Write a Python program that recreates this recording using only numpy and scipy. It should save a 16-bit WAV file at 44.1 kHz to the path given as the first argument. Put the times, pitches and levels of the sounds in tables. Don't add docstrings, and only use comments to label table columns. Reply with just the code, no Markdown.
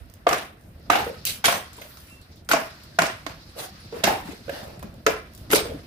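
import sys
import numpy as np
from scipy import signal
from scipy.io import wavfile
from scipy.ndimage import uniform_filter1d

SR = 44100
rng = np.random.default_rng(int(sys.argv[2]) if len(sys.argv) > 2 else 0)


def boost(x):
    u = np.asarray(x, float) / 20
    return 10 ** u


def master(y):
    cut = np.clip(np.atleast_2d(y).T, -1, 1)
    pcm = np.round(cut * 32767)
    wavfile.write(sys.argv[1], SR, pcm.astype(np.int16))


N = 258426


def in_time(rows):
    s, *columns = np.transpose(rows)
    return np.array([np.interp(np.arange(N) / SR, s, c) for c in columns])


def at_hz(points, hz):
    points_hz, values = np.transpose(points)
    return np.interp(np.log(hz), np.log(points_hz), values)


def rms_one(x):
    return x / np.sqrt(np.mean(x ** 2) + 1e-20)


def bandpass(x, low_hz, high_hz):
    return signal.sosfilt(signal.butter(2, [low_hz, high_hz], "band", fs=SR, output="sos"), x)


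def drift(rate_hz):
    r = np.exp(-2 * np.pi * rate_hz * 40 / SR)
    slow = signal.lfilter([1], [1, -2 * r, r * r], rng.standard_normal(N // 40 + 2002))[2000:]
    return np.interp(np.arange(N) / 40, np.arange(len(slow)), rms_one(slow))


def decay(t, t60):
    return boost(-60 * t / np.maximum(t60, .002))


def bands(white):
    # pitch_hz, correlation
    likeness = [(30, 0.99), (70, 0.99), (180, 0.95), (400, 0.83), (800, 0.15), (1500, -0.1),
                (3000, 0.000095), (15000, -0.092)]
    edges_hz = 22 * 2 ** np.arange(0, 9.8, .5)
    for k, (low_hz, high_hz) in enumerate(zip(edges_hz, edges_hz[1:])):
        mid, side = bandpass(white[k % 2], low_hz, high_hz)
        hz = np.sqrt(low_hz * high_hz)
        alike = np.clip(at_hz(likeness, hz), -1, 1)
        yield hz, np.sqrt(1 + alike) * mid + np.sqrt(1 - alike) * side * [[1], [-1]]


def add(out, s, sound, pan_db):
    i = round(s * SR)
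    panned = sound * boost(np.array([[.5], [-.5]]) * pan_db)
    out[:, i:i + sound.shape[-1]] += panned[:, :N - i]


def thuds():
    # start_s, peak_db, pitch_hz, left_minus_right_db
    knocked = [(0.271, -7.5, 523, 2), (0.268, -6.5, 689, 0), (0.324, -15, 740, 7), (0.9, -10.5, 733, 2),
               (0.954, -15.5, 782, 4), (1.004, -23.5, 840, 0), (1.067, -18.5, 497, 1),
               (1.442, -29.5, 794, 25), (1.482, -15, 677, 5), (1.524, -26, 726, 21), (5.534, -1.5, 427, 4),
               (1.812, -35.5, 608, 6), (2.492, -29, 530, 2.5), (2.51, -25.5, 750, 9), (2.537, -10, 658, -5),
               (3.562, -37, 524, -3), (2.988, -10.5, 685, 1), (3.059, -25, 630, 4), (3.265, -30, 656, -2),
               (3.926, -23, 459, -4), (3.966, -27, 430, 3), (4.038, -14, 635, -4), (4.076, -9, 790, -1),
               (4.482, -25, 513, -5), (4.495, -18, 567, -2), (5.552, -15.5, 564, 0), (5.065, -7.5, 460, 3),
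               (5.075, -19, 686, 3), (5.655, -19.5, 487, -4), (5.716, -24, 470, 1)]
    # start_s, peak_db, pitch_hz, left_minus_right_db
    dropped = [(0.0055, -35, 54.7, -35), (1.783, -34.5, 438, 3), (4.827, -31.5, 578, 1),
               (5.577, -21, 408, -1), (0.9, -11, 280, 0), (2.515, -20.5, 333, 4), (2.534, -12.5, 261, -3),
               (2.988, -18, 168, 0), (3.019, -12.5, 275, -2), (3.267, -24, 282, 0), (4.039, -17, 200, -1),
               (4.255, -23, 176, 0), (4.288, -23, 292, 18), (4.331, -28, 407, 1), (4.528, -22, 273, -1),
               (4.84, -25, 153, 0), (4.842, -29, 206, 2), (5.079, -4.5, 456.6, -2), (5.501, -20.5, 292, 2),
               (5.539, -11, 346, 0), (5.745, -22, 273, 2), (3.334, -30.5, 149, 2), (4.775, -32, 170, 0),
               (3.72, -33, 180, 0)]
    ring_s, ring_turns = 0.013, 5.58
    drop_rings = 0.82
    out, t = np.zeros((2, N)), np.arange(SR // 5) / SR
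    rows = [(*row, 1) for row in knocked] + [(*row, drop_rings) for row in dropped]
    for s, peak_db, hz, pan_db, rings in rows:
        chance = rng.random(3)
        pitches = hz * np.array([[1], [1.055 + 0.2 * chance[0]], [0.618 + 0.15 * chance[1]]])
        lag_s = np.array([[[.0002]], [[0]]]) * (2 * chance[2] - .6)
        modes = np.sin(2 * np.pi * pitches * (t - lag_s)) * boost(np.array([[0], [-8], [-11]]))
        swell = (1 - decay(t, 18 / hz)) ** 2
        fall = decay(t, rings * (ring_s + ring_turns / hz))
        add(out, s - .002, boost(peak_db + 15.0) * modes.sum(1) * swell * fall, pan_db)
    return out


def snap(t, t60, low_hz, high_hz=20000):
    shared, *own = rng.standard_normal((3, len(t)))
    return bandpass(0.57 * shared + np.array(own), low_hz, high_hz) * decay(t, t60)


def click(t, t60, low_hz, high_hz):
    return bandpass((t == 0) * np.sqrt(t60 * SR / 20), low_hz, high_hz)


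def clacks():
    # start_s, peak_db, wall_pitch_hz, snap_above_peak_db, left_minus_right_db
    hard = [(0.2903, -12, 1135, -8, -7), (0.3297, -10, 1170, -7.5, -2), (0.9008, -3.5, 1237, -13, -9.5),
            (0.931, -11, 1490, -29, 0), (0.9545, -15.5, 930, -11, 2), (1.4423, -9.5, 1542, -9, 1),
            (1.4555, -11.5, 3250, 2.5, -6), (1.483, -7.5, 1093, -32, 1), (1.525, -15, 1035, -10, 4),
            (2.4895, -18, 1430, -3.5, 0), (2.5138, -4.5, 1435, -9.5, -0.5), (2.521, -16.5, 1940, 2, 3),
            (2.5334, -7.5, 1094, -8.5, 0), (2.9884, -3.5, 1445, -10.5, -4), (3.0193, -9.5, 1050, -6.5, -5),
            (3.0656, -33.5, 994, 8, -13), (3.265, -22.5, 1094, -4.5, -2), (4.0392, -11.5, 2750, 2, -9.5),
            (4.0757, -17, 940, -16, -4), (5.065, -5, 1309, -7.5, -4), (5.513, -22, 2140, 1, -6),
            (5.531, -13.5, 1364, -23, 14.5), (5.5485, -31, 1240, 20, -5), (5.559, -19, 2240, 4.5, -7),
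            (0.311, -14.5, 1220, -25, 2), (0.3818, -34, 2960, 5.5, 0), (1.448, -12.5, 2200, -6, -9),
            (1.971, -45.5, 2300, 4.5, -4), (4.481, -41.5, 1500, -27, -17), (4.613, -36.5, 1700, -14, 1),
            (4.795, -44, 1880, -9, 1), (4.8263, -31.5, 1006, -14, -1), (5.5038, -23, 1990, -6, 1),
            (5.5327, -12, 1480, -5, -3), (3.9262, -37.5, 900, -12, -2), (0.903, -15, 1570, -17, 6),
            (5.068, -12.5, 1500, -32, 8), (3.0554, -21, 1900, -5, 1), (3.1, -34, 3000, -11, -3)]
    # start_s, peak_db, wall_pitch_hz, left_minus_right_db
    dull = [(0.2683, -6.5, 1180, 1), (0.3832, -29.5, 1720, -17), (1.253, -39, 2560, 7),
            (1.785, -35.5, 960, 2), (1.817, -33.5, 2070, -7), (1.971, -43, 1270, -1),
            (2.3008, -59, 1890, 3), (2.5687, -19, 890, 19), (3.099, -25, 1900, 4), (3.968, -35, 1010, 6),
            (4.0364, -17, 3440, -5), (4.494, -24, 1620, -2), (3.2645, -25.5, 2130, -11),
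            (3.265, -31, 3550, -11), (0.269, -19, 2800, -3), (1.445, -15, 2700, 0), (1.457, -16, 4220, 0),
            (1.459, -17, 2040, 0), (1.477, -21, 3520, 0), (5.532, -18, 3470, 0), (0.3, -24, 2300, 0),
            (0.345, -18, 1700, 0), (0.922, -17, 2300, 0), (0.956, -19.5, 1880, 3), (0.956, -24, 3500, 0),
            (4.83, -32, 1140, 0), (4.041, -17, 2200, 5), (4.041, -15, 1050, 0), (0.902, -21, 3980, 0)]
    tap_snap_db, top_end_db = -28, -9
    notes, bursts, blows = np.zeros((3, 2, N))
    t = np.arange(SR // 10) / SR
    swell = (1 - decay(t, .012)) ** 2
    rows = [*hard, *[(s, peak_db, hz, tap_snap_db, pan_db) for s, peak_db, hz, pan_db in dull]]
    for s, peak_db, hz, hard_db, pan_db in rows:
        snap_db = peak_db + hard_db
        note = np.sin(2 * np.pi * hz * (t - np.array([[.0002], [0]]))) * decay(t, 0.023)
        # level_db, t60_s, low_hz, high_hz
        parts = [(peak_db + 3.5, 0.031, 0.52 * hz, min(1.89 * hz, 4000)),
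                 (snap_db + 5.5, 0.021, 3220, 7300),
                 (snap_db + top_end_db + 1.0, 0.03, 9050, 20000)]
        burst = sum(boost(db) * snap(t, *part) for db, *part in parts)
        blow = sum(boost(db) * click(t, *part) for db, *part in parts)
        add(notes, s - .001, boost(peak_db + 4.5) * swell * note, pan_db)
        add(bursts, s - .001, (1 - decay(t, 0.014)) * burst, pan_db)
        add(blows, s, blow, 0)
    return notes, bursts, blows


def rake():
    # start_s, peak_db, mode_favoured_by_the_place_of_the_blow_hz
    strikes = [(1.454, -7.5, 9781), (1.497, -24, 8225), (1.813, -29, 6100), (2.513, -11, 12780),
               (2.989, -17, 10620), (3.021, -16, 10620), (3.8, -38, 9781), (2.493, -12, 11580),
               (5.517, -6.5, 11580), (5.548, -6, 4667), (1.455, -11, 3217), (1.456, -13, 6100),
               (5.53, -15, 7111), (1.545, -25, 10620), (1.442, -8.5, 12000), (1.52, -14, 6100),
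               (1.541, -20, 8506), (5.52, -11, 14110), (5.55, -14, 12780), (5.598, -16, 8506),
               (1.765, -30, 8225), (1.766, -31, 7111), (2, -32, 11580), (1.814, -27, 12780),
               (3.06, -24, 8506), (5.549, -14, 14990), (2.118, -46, 10620)]
    # pitch_hz, level_db, t60_s
    iron = [(3217, -20, .1), (4667, -26, .1), (6100, -25, .15), (7111, -26, .15), (8225, -25, .25),
            (8506, -29, .35), (9781, -21, .13), (10620, -27, .28), (11220, -23, .15), (11580, -21, .09),
            (12780, -24, .1), (13800, -26, .12), (14110, -25, .15), (14990, -25, .15)]
    rattle_db, grain_s = 6.5, 0.0019
    steady_t60_s = 0.17
    out, t = np.zeros((2, N)), np.arange(SR // 7) / SR
    choke = np.sqrt(np.hanning(2 * len(t))[len(t):])
    hz, level_db, t60 = np.transpose(iron)[:, :, None]
    rattle_swing_db = rattle_db * np.minimum(steady_t60_s / t60, 1) ** 2
    for s, peak_db, favoured_hz in strikes:
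        strength_db = rng.normal(-15, 3, hz.shape)
        strength_db[np.argmin(abs(hz - favoured_hz))] = 4
        phase = rng.uniform(0, 2 * np.pi, (2, *hz.shape))
        chatter = uniform_filter1d(rng.standard_normal((len(hz), len(t))), size=round(grain_s * SR))
        rattle = rattle_swing_db * np.tanh(rms_one(chatter)) * decay(t, 1.5)
        gain = boost(level_db + strength_db + rattle) * decay(t, t60)
        modes = gain * np.sin(2 * np.pi * hz * t + phase)
        add(out, s, boost(peak_db) * modes.sum(1) * choke * (1 - decay(t, 0.0016)), 0)
    return out


def shed(sources):
    # pitch_hz, t60_s
    roof_t60 = [(100, 0.22), (300, 0.22), (700, 0.32), (1500, 0.41), (4000, 0.39), (9000, 0.11),
                (16000, 0.18)]
    t, out = np.arange(SR * 3 // 5) / SR, 0
    for source in sources:
        white = rng.standard_normal((2, 2, len(t)))
        echoes = sum(band * decay(t, at_hz(roof_t60, hz)) for hz, band in bands(white))
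        chance = rng.exponential(1, len(t) // 64 + 1).clip(0, 2)
        lumps = boost(2.5 * chance.repeat(64)[:len(t)])
        echoes = rms_one(lumps * echoes * (1 - decay(t, 0.016))) / np.sqrt(len(t))
        out = out + signal.fftconvolve(source.mean(0)[None], echoes, axes=1)[:, :N]
    return out


def litter():
    # start_s, length_s, dry_rustle_db, heavy_drag_db
    slides = [
        (0.281, 0.33, -36.5, -24),
        (0.915, 0.34, -34, -23),
        (1.262, 0.22, -24, -46),
        (1.447, 0.3, -22.5, -20),
        (2.499, 0.32, -34, -29.5),
        (2.997, 0.24, -43, -25.5),
        (3.266, 0.16, -69, -42),
        (4.039, 0.32, -50, -18.5),
        (5.07, 0.22, -66, -28.5),
        (5.585, 0.35, -51, -33.5),
    ]
    # start_s, length_s, dry_rustle_db, heavy_drag_db
    scrapes = [
        (1.708, 0.31, -51, -57),
        (1.934, 0.3, -50, -92),
        (3.557, 0.15, -32, -38),
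        (3.912, 0.17, -58, -41),
        (4.232, 0.17, -49, -43),
        (4.448, 0.33, -49, -44),
        (5.498, 0.12, -18.5, -20),
    ]
    t, out = np.arange(N) / SR, 0
    for s, length, *level_db in slides:
        shape_db = np.interp(t - s, [0, 0.039, length / 2, length], [-1, 0, -16, -56], -120, -120)
        out = out + np.outer(boost(level_db), boost(shape_db))
    for s, length, *level_db in scrapes:
        shape_db = np.interp((t - s) / length, [0, 0.24, 0.58, 1], [-22.5, 0, -3, -22.5], -120, -120)
        out = out + np.outer(boost(level_db), boost(shape_db))
    return out


def plate(x):
    share = 0.74
    t, turn = np.arange(SR // 20) / SR, 2.46 * drift(3.8)
    bodies = rng.standard_normal((2, 1, len(t))) * decay(t, 0.033)
    one, other = [signal.oaconvolve(x, body / np.linalg.norm(body), axes=1)[:, :N] for body in bodies]
    return np.sqrt(1 - share) * x + np.sqrt(share) * (np.cos(turn) * one + np.sin(turn) * other)


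def sliding(air):
    # pitch_hz, density_db
    rustle_spectrum = [(600, -60), (1500, -10), (3000, 6), (5000, 1), (8000, -0.5), (12000, 5), (16000, -4)]
    drag_spectrum = [(45, -29), (130, -12), (300, -8.5), (650, -4), (1200, -8), (2500, -12.5),
                     (5000, -26.5)]
    rustle_gain, drag_gain = uniform_filter1d(litter(), size=400)
    grain = boost(0.14 * rng.exponential(1, N // 32 + 1).repeat(32)[:N] + 2.0 * drift(57))
    rustle, drag = np.zeros((2, 2, N))
    for hz, band, own in air:
        rustle += band * boost(at_hz(rustle_spectrum, hz) + 0.44 * own)
        drag += band * boost(at_hz(drag_spectrum, hz) + 2.0 * own)
    rustle = plate(boost(-7.0) * rustle_gain * rms_one(grain * rustle))
    return rustle + boost(-4.5) * drag_gain * rms_one(grain * drag)


def whistles():
    # start_s, end_s,
    # pitch_hz, width_hz, level_db
    hisses = [
        (1.82, 2.1, 14300, 1100, -56),
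        (2.09, 2.26, 2700, 14, -59),
        (1.13, 1.22, 1270, 70, -59),
        (3.72, 3.84, 1240, 60, -61),
        (4.5, 4.66, 1680, 350, -46),
        (4.51, 4.64, 2850, 260, -52),
        (3.58, 3.7, 1500, 900, -47),
        (4.5, 4.85, 620, 300, -44),
              (1.254, 1.41, 10700, 7100, -46), (2.097, 2.2, 7500, 7000, -61),
             (2.214, 2.27, 4200, 1000, -57.5), (2.313, 2.37, 4700, 2400, -58.5),
             (4.487, 4.7, 13000, 6500, -55), (4.5, 4.68, 4300, 2100, -48.5),
             (5.513, 5.55, 11600, 5500, -27), (5.553, 5.58, 10000, 3000, -25),
             (5.545, 5.6, 4500, 1200, -32), (2.49, 2.51, 12400, 4200, -37), (1.45, 1.5, 3800, 2400, -33),
             (1.5, 1.6, 9400, 6000, -42), (3.585, 3.74, 758, 64, -45.5), (3.558, 3.68, 515, 200, -43.5),
             (3.93, 4.03, 490, 230, -41), (0.64, 0.78, 11400, 8700, -67.5), (1.8, 2.08, 11000, 6700, -59.5),
             (5.075, 5.22, 12000, 7000, -57), (3.1, 3.26, 8700, 6600, -60), (4.34, 4.49, 10000, 9000, -64),
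             (5.6, 5.8, 10000, 8000, -57), (4.83, 4.9, 330, 260, -43.5), (3.7, 3.92, 2300, 1600, -60),
             (0.905, 1.06, 760, 170, -29), (5.38, 5.5, 12000, 7000, -62), (1.26, 1.4, 3700, 2600, -42),
             (1.085, 1.145, 480, 130, -38), (2.36, 2.43, 4400, 2000, -61), (3.575, 3.685, 9000, 10000, -48),
             (5.69, 5.78, 480, 160, -38), (4.09, 4.2, 760, 160, -32)]
    out, slips = np.zeros((2, N)), boost(0.83 * drift(21))
    for start, end, hz, width_hz, level_db in hisses:
        noise = rng.standard_normal((2, round((end - start + .04) * SR)))
        narrow = bandpass(noise, hz - width_hz / 2, hz + width_hz / 2)
        fade = np.sin(np.pi * np.sqrt(np.linspace(0, 1, round((end - start) * SR))))
        fade = fade * slips[round(start * SR):][:len(fade)]
        add(out, start, boost(level_db) * fade * rms_one(narrow)[:, -len(fade):], 0)
    return out


def crackles():
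    # start_s, peak_db, left_minus_right_db
    ticks = [(0.099, -41.5, -10), (0.1385, -35, -6), (0.609, -49.5, -12), (0.7976, -50, -2),
             (1.2522, -7, -1), (1.732, -32.5, 1), (1.766, -40, -4), (1.8145, -36, 0), (0.571, -53, 0),
             (3.211, -52, 0), (3.247, -48, 0), (2.215, -47, -18), (2.3141, -54, 5), (2.359, -43, 0),
             (2.4478, -46, 3), (2.836, -36, -2), (2.8724, -55, -17), (3.4254, -58.5, 1), (3.4784, -64, -14),
             (3.5184, -59, -9.5), (4.794, -40, -19), (4.828, -31, -3), (4.941, -42, -3),
             (5.3357, -49.5, -28), (5.3494, -32.5, 5), (5.377, -34.5, -6), (4.497, -32, -2),
             (4.608, -44, 0), (4.619, -46, 0), (4.655, -50, 0), (4.677, -48, 0), (2.099, -42, 0),
             (2.3, -63, 0)]
    out, t = np.zeros((2, N)), np.arange(SR // 20) / SR
    for s, peak_db, pan_db in ticks:
        pop = boost(4.5) * snap(t, 0.0046, low_hz=2480)
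        fizz = snap(t, 0.024, low_hz=5600)
        body_db = -5.0 - 0.29 * max(peak_db + 23, 0)
        body = boost(body_db) * snap(t, 0.015, low_hz=1400, high_hz=5360)
        add(out, s, boost(peak_db - 11.5) * (pop * boost(-0.5) + fizz + body), pan_db)
    for s, size, side in rng.random((70, 3)):
        add(out, s * N / SR, boost(-68 + 10 * size) * snap(t, .012, low_hz=4000), 12 * (side - .5))
    return out


def fire(air):
    # pitch_hz, density_db
    rumble_spectrum = [(12, -51), (20, -35), (45, -10.5), (75, -5.5), (295, -18), (358, -27.5), (594, -23),
                       (700, -37), (910, -69), (1540, -120)]
    hiss_spectrum = [(1500, -26), (3000, -17), (4400, -6), (6500, -18)]
    broad_spectrum = [(500, -6), (1000, 16.5), (2000, 13), (4000, 0), (8000, -25.5), (11000, 24.5),
                      (14500, -9), (16500, -6)]
    # time_s, level_db
    flame = [(0, -54), (0.5, -53.5), (1.1, -48.5), (1.5, -55), (2.3, -53.5), (3.25, -51), (3.6, -53),
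             (4.25, -48), (5.0, -49), (5.45, -48.5), (5.7, -43.5), (5.86, -53)]
    # time_s, level_db
    steam = [(0, -65), (0.7, -73.5), (0.89, -60), (0.96, -49.5), (1.57, -56), (1.75, -54.5), (2.34, -64.5),
             (2.47, -73), (2.66, -50.5), (3.21, -56), (3.79, -50.5), (4.0, -54), (4.26, -53.5), (4.62, -52),
             (5.02, -64.5), (5.4, -58.5), (5.68, -59), (5.86, -55.5)]
    rumble_db, hiss_db = in_time(flame)[0], in_time(steam)[0]
    broad_db = -65 + 0.33 * (hiss_db + 60)
    flicker = drift(30.0)
    rumble, hiss, broad = np.zeros((3, 2, N))
    for hz, band, own in air:
        rumble += band * boost(at_hz([*rumble_spectrum, (3500, -120)], hz) + 2.0 * flicker + 1.5 * own)
        hiss += band * boost(at_hz([(300, -70), *hiss_spectrum, (14000, -80)], hz) + 2.2 * own)
        broad += band * boost(at_hz([(150, -20), *broad_spectrum], hz) + 1.8 * own)
    jet = bandpass(rng.standard_normal((2, N)), 3800, 5200)
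    hiss = rms_one(hiss) + 1.1 * rms_one(jet * boost(2.5 * drift(9)))
    hissing = boost(hiss_db - 3.5) * rms_one(hiss) + boost(broad_db + 5.0) * rms_one(broad)
    return hissing + boost(rumble_db + 2.0) * rms_one(rumble)


def scene():
    # time_s, level_db
    under_roof = [(0, -5.5), (0.6, 0.5), (1.1, 1), (1.35, 0), (1.7, 1), (2.3, 0.5), (2.8, 0), (3.15, -1),
                  (3.4, -2.5), (3.9, 2), (4.3, -1), (4.5, -5), (4.83, -1.5), (5.0, -1), (5.4, -1),
                  (5.86, -0.5)]
    hollow, (notes, bursts, blows), iron, ticks = thuds(), clacks(), rake(), crackles()
    sent = boost(in_time(under_roof))
    dull = sent * (boost(-2.0) * hollow + boost(-9.0) * notes)
    bright = sent * (boost(-2.5) * blows + boost(2.5) * ticks + iron)
    echoes = shed([dull, bright]) * boost(0.7 * drift(45) - 1.0)
    high_pass = signal.butter(2, 55, "high", fs=SR, output="sos")
    knocks = signal.sosfilt(high_pass, hollow + notes + echoes)
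    air = [(hz, band, drift(22.0)) for hz, band in bands(rng.standard_normal((2, 2, N)))]
    return knocks + bursts + ticks + iron + whistles() + sliding(air) + fire(air)


def band_limit(x):
    return signal.sosfilt(signal.butter(12, 16100, fs=SR, output="sos"), x)


def record(dry):
    ports = dry * boost(np.array([[-.4], [.4]]))
    rounded = 1.137 * np.tanh(ports / 0.91)
    finished = signal.sosfilt(signal.cheby2(16, 40, 15750, fs=SR, output="sos"), rounded)
    return band_limit(finished)


dry = scene()
out = record(dry)
master(out)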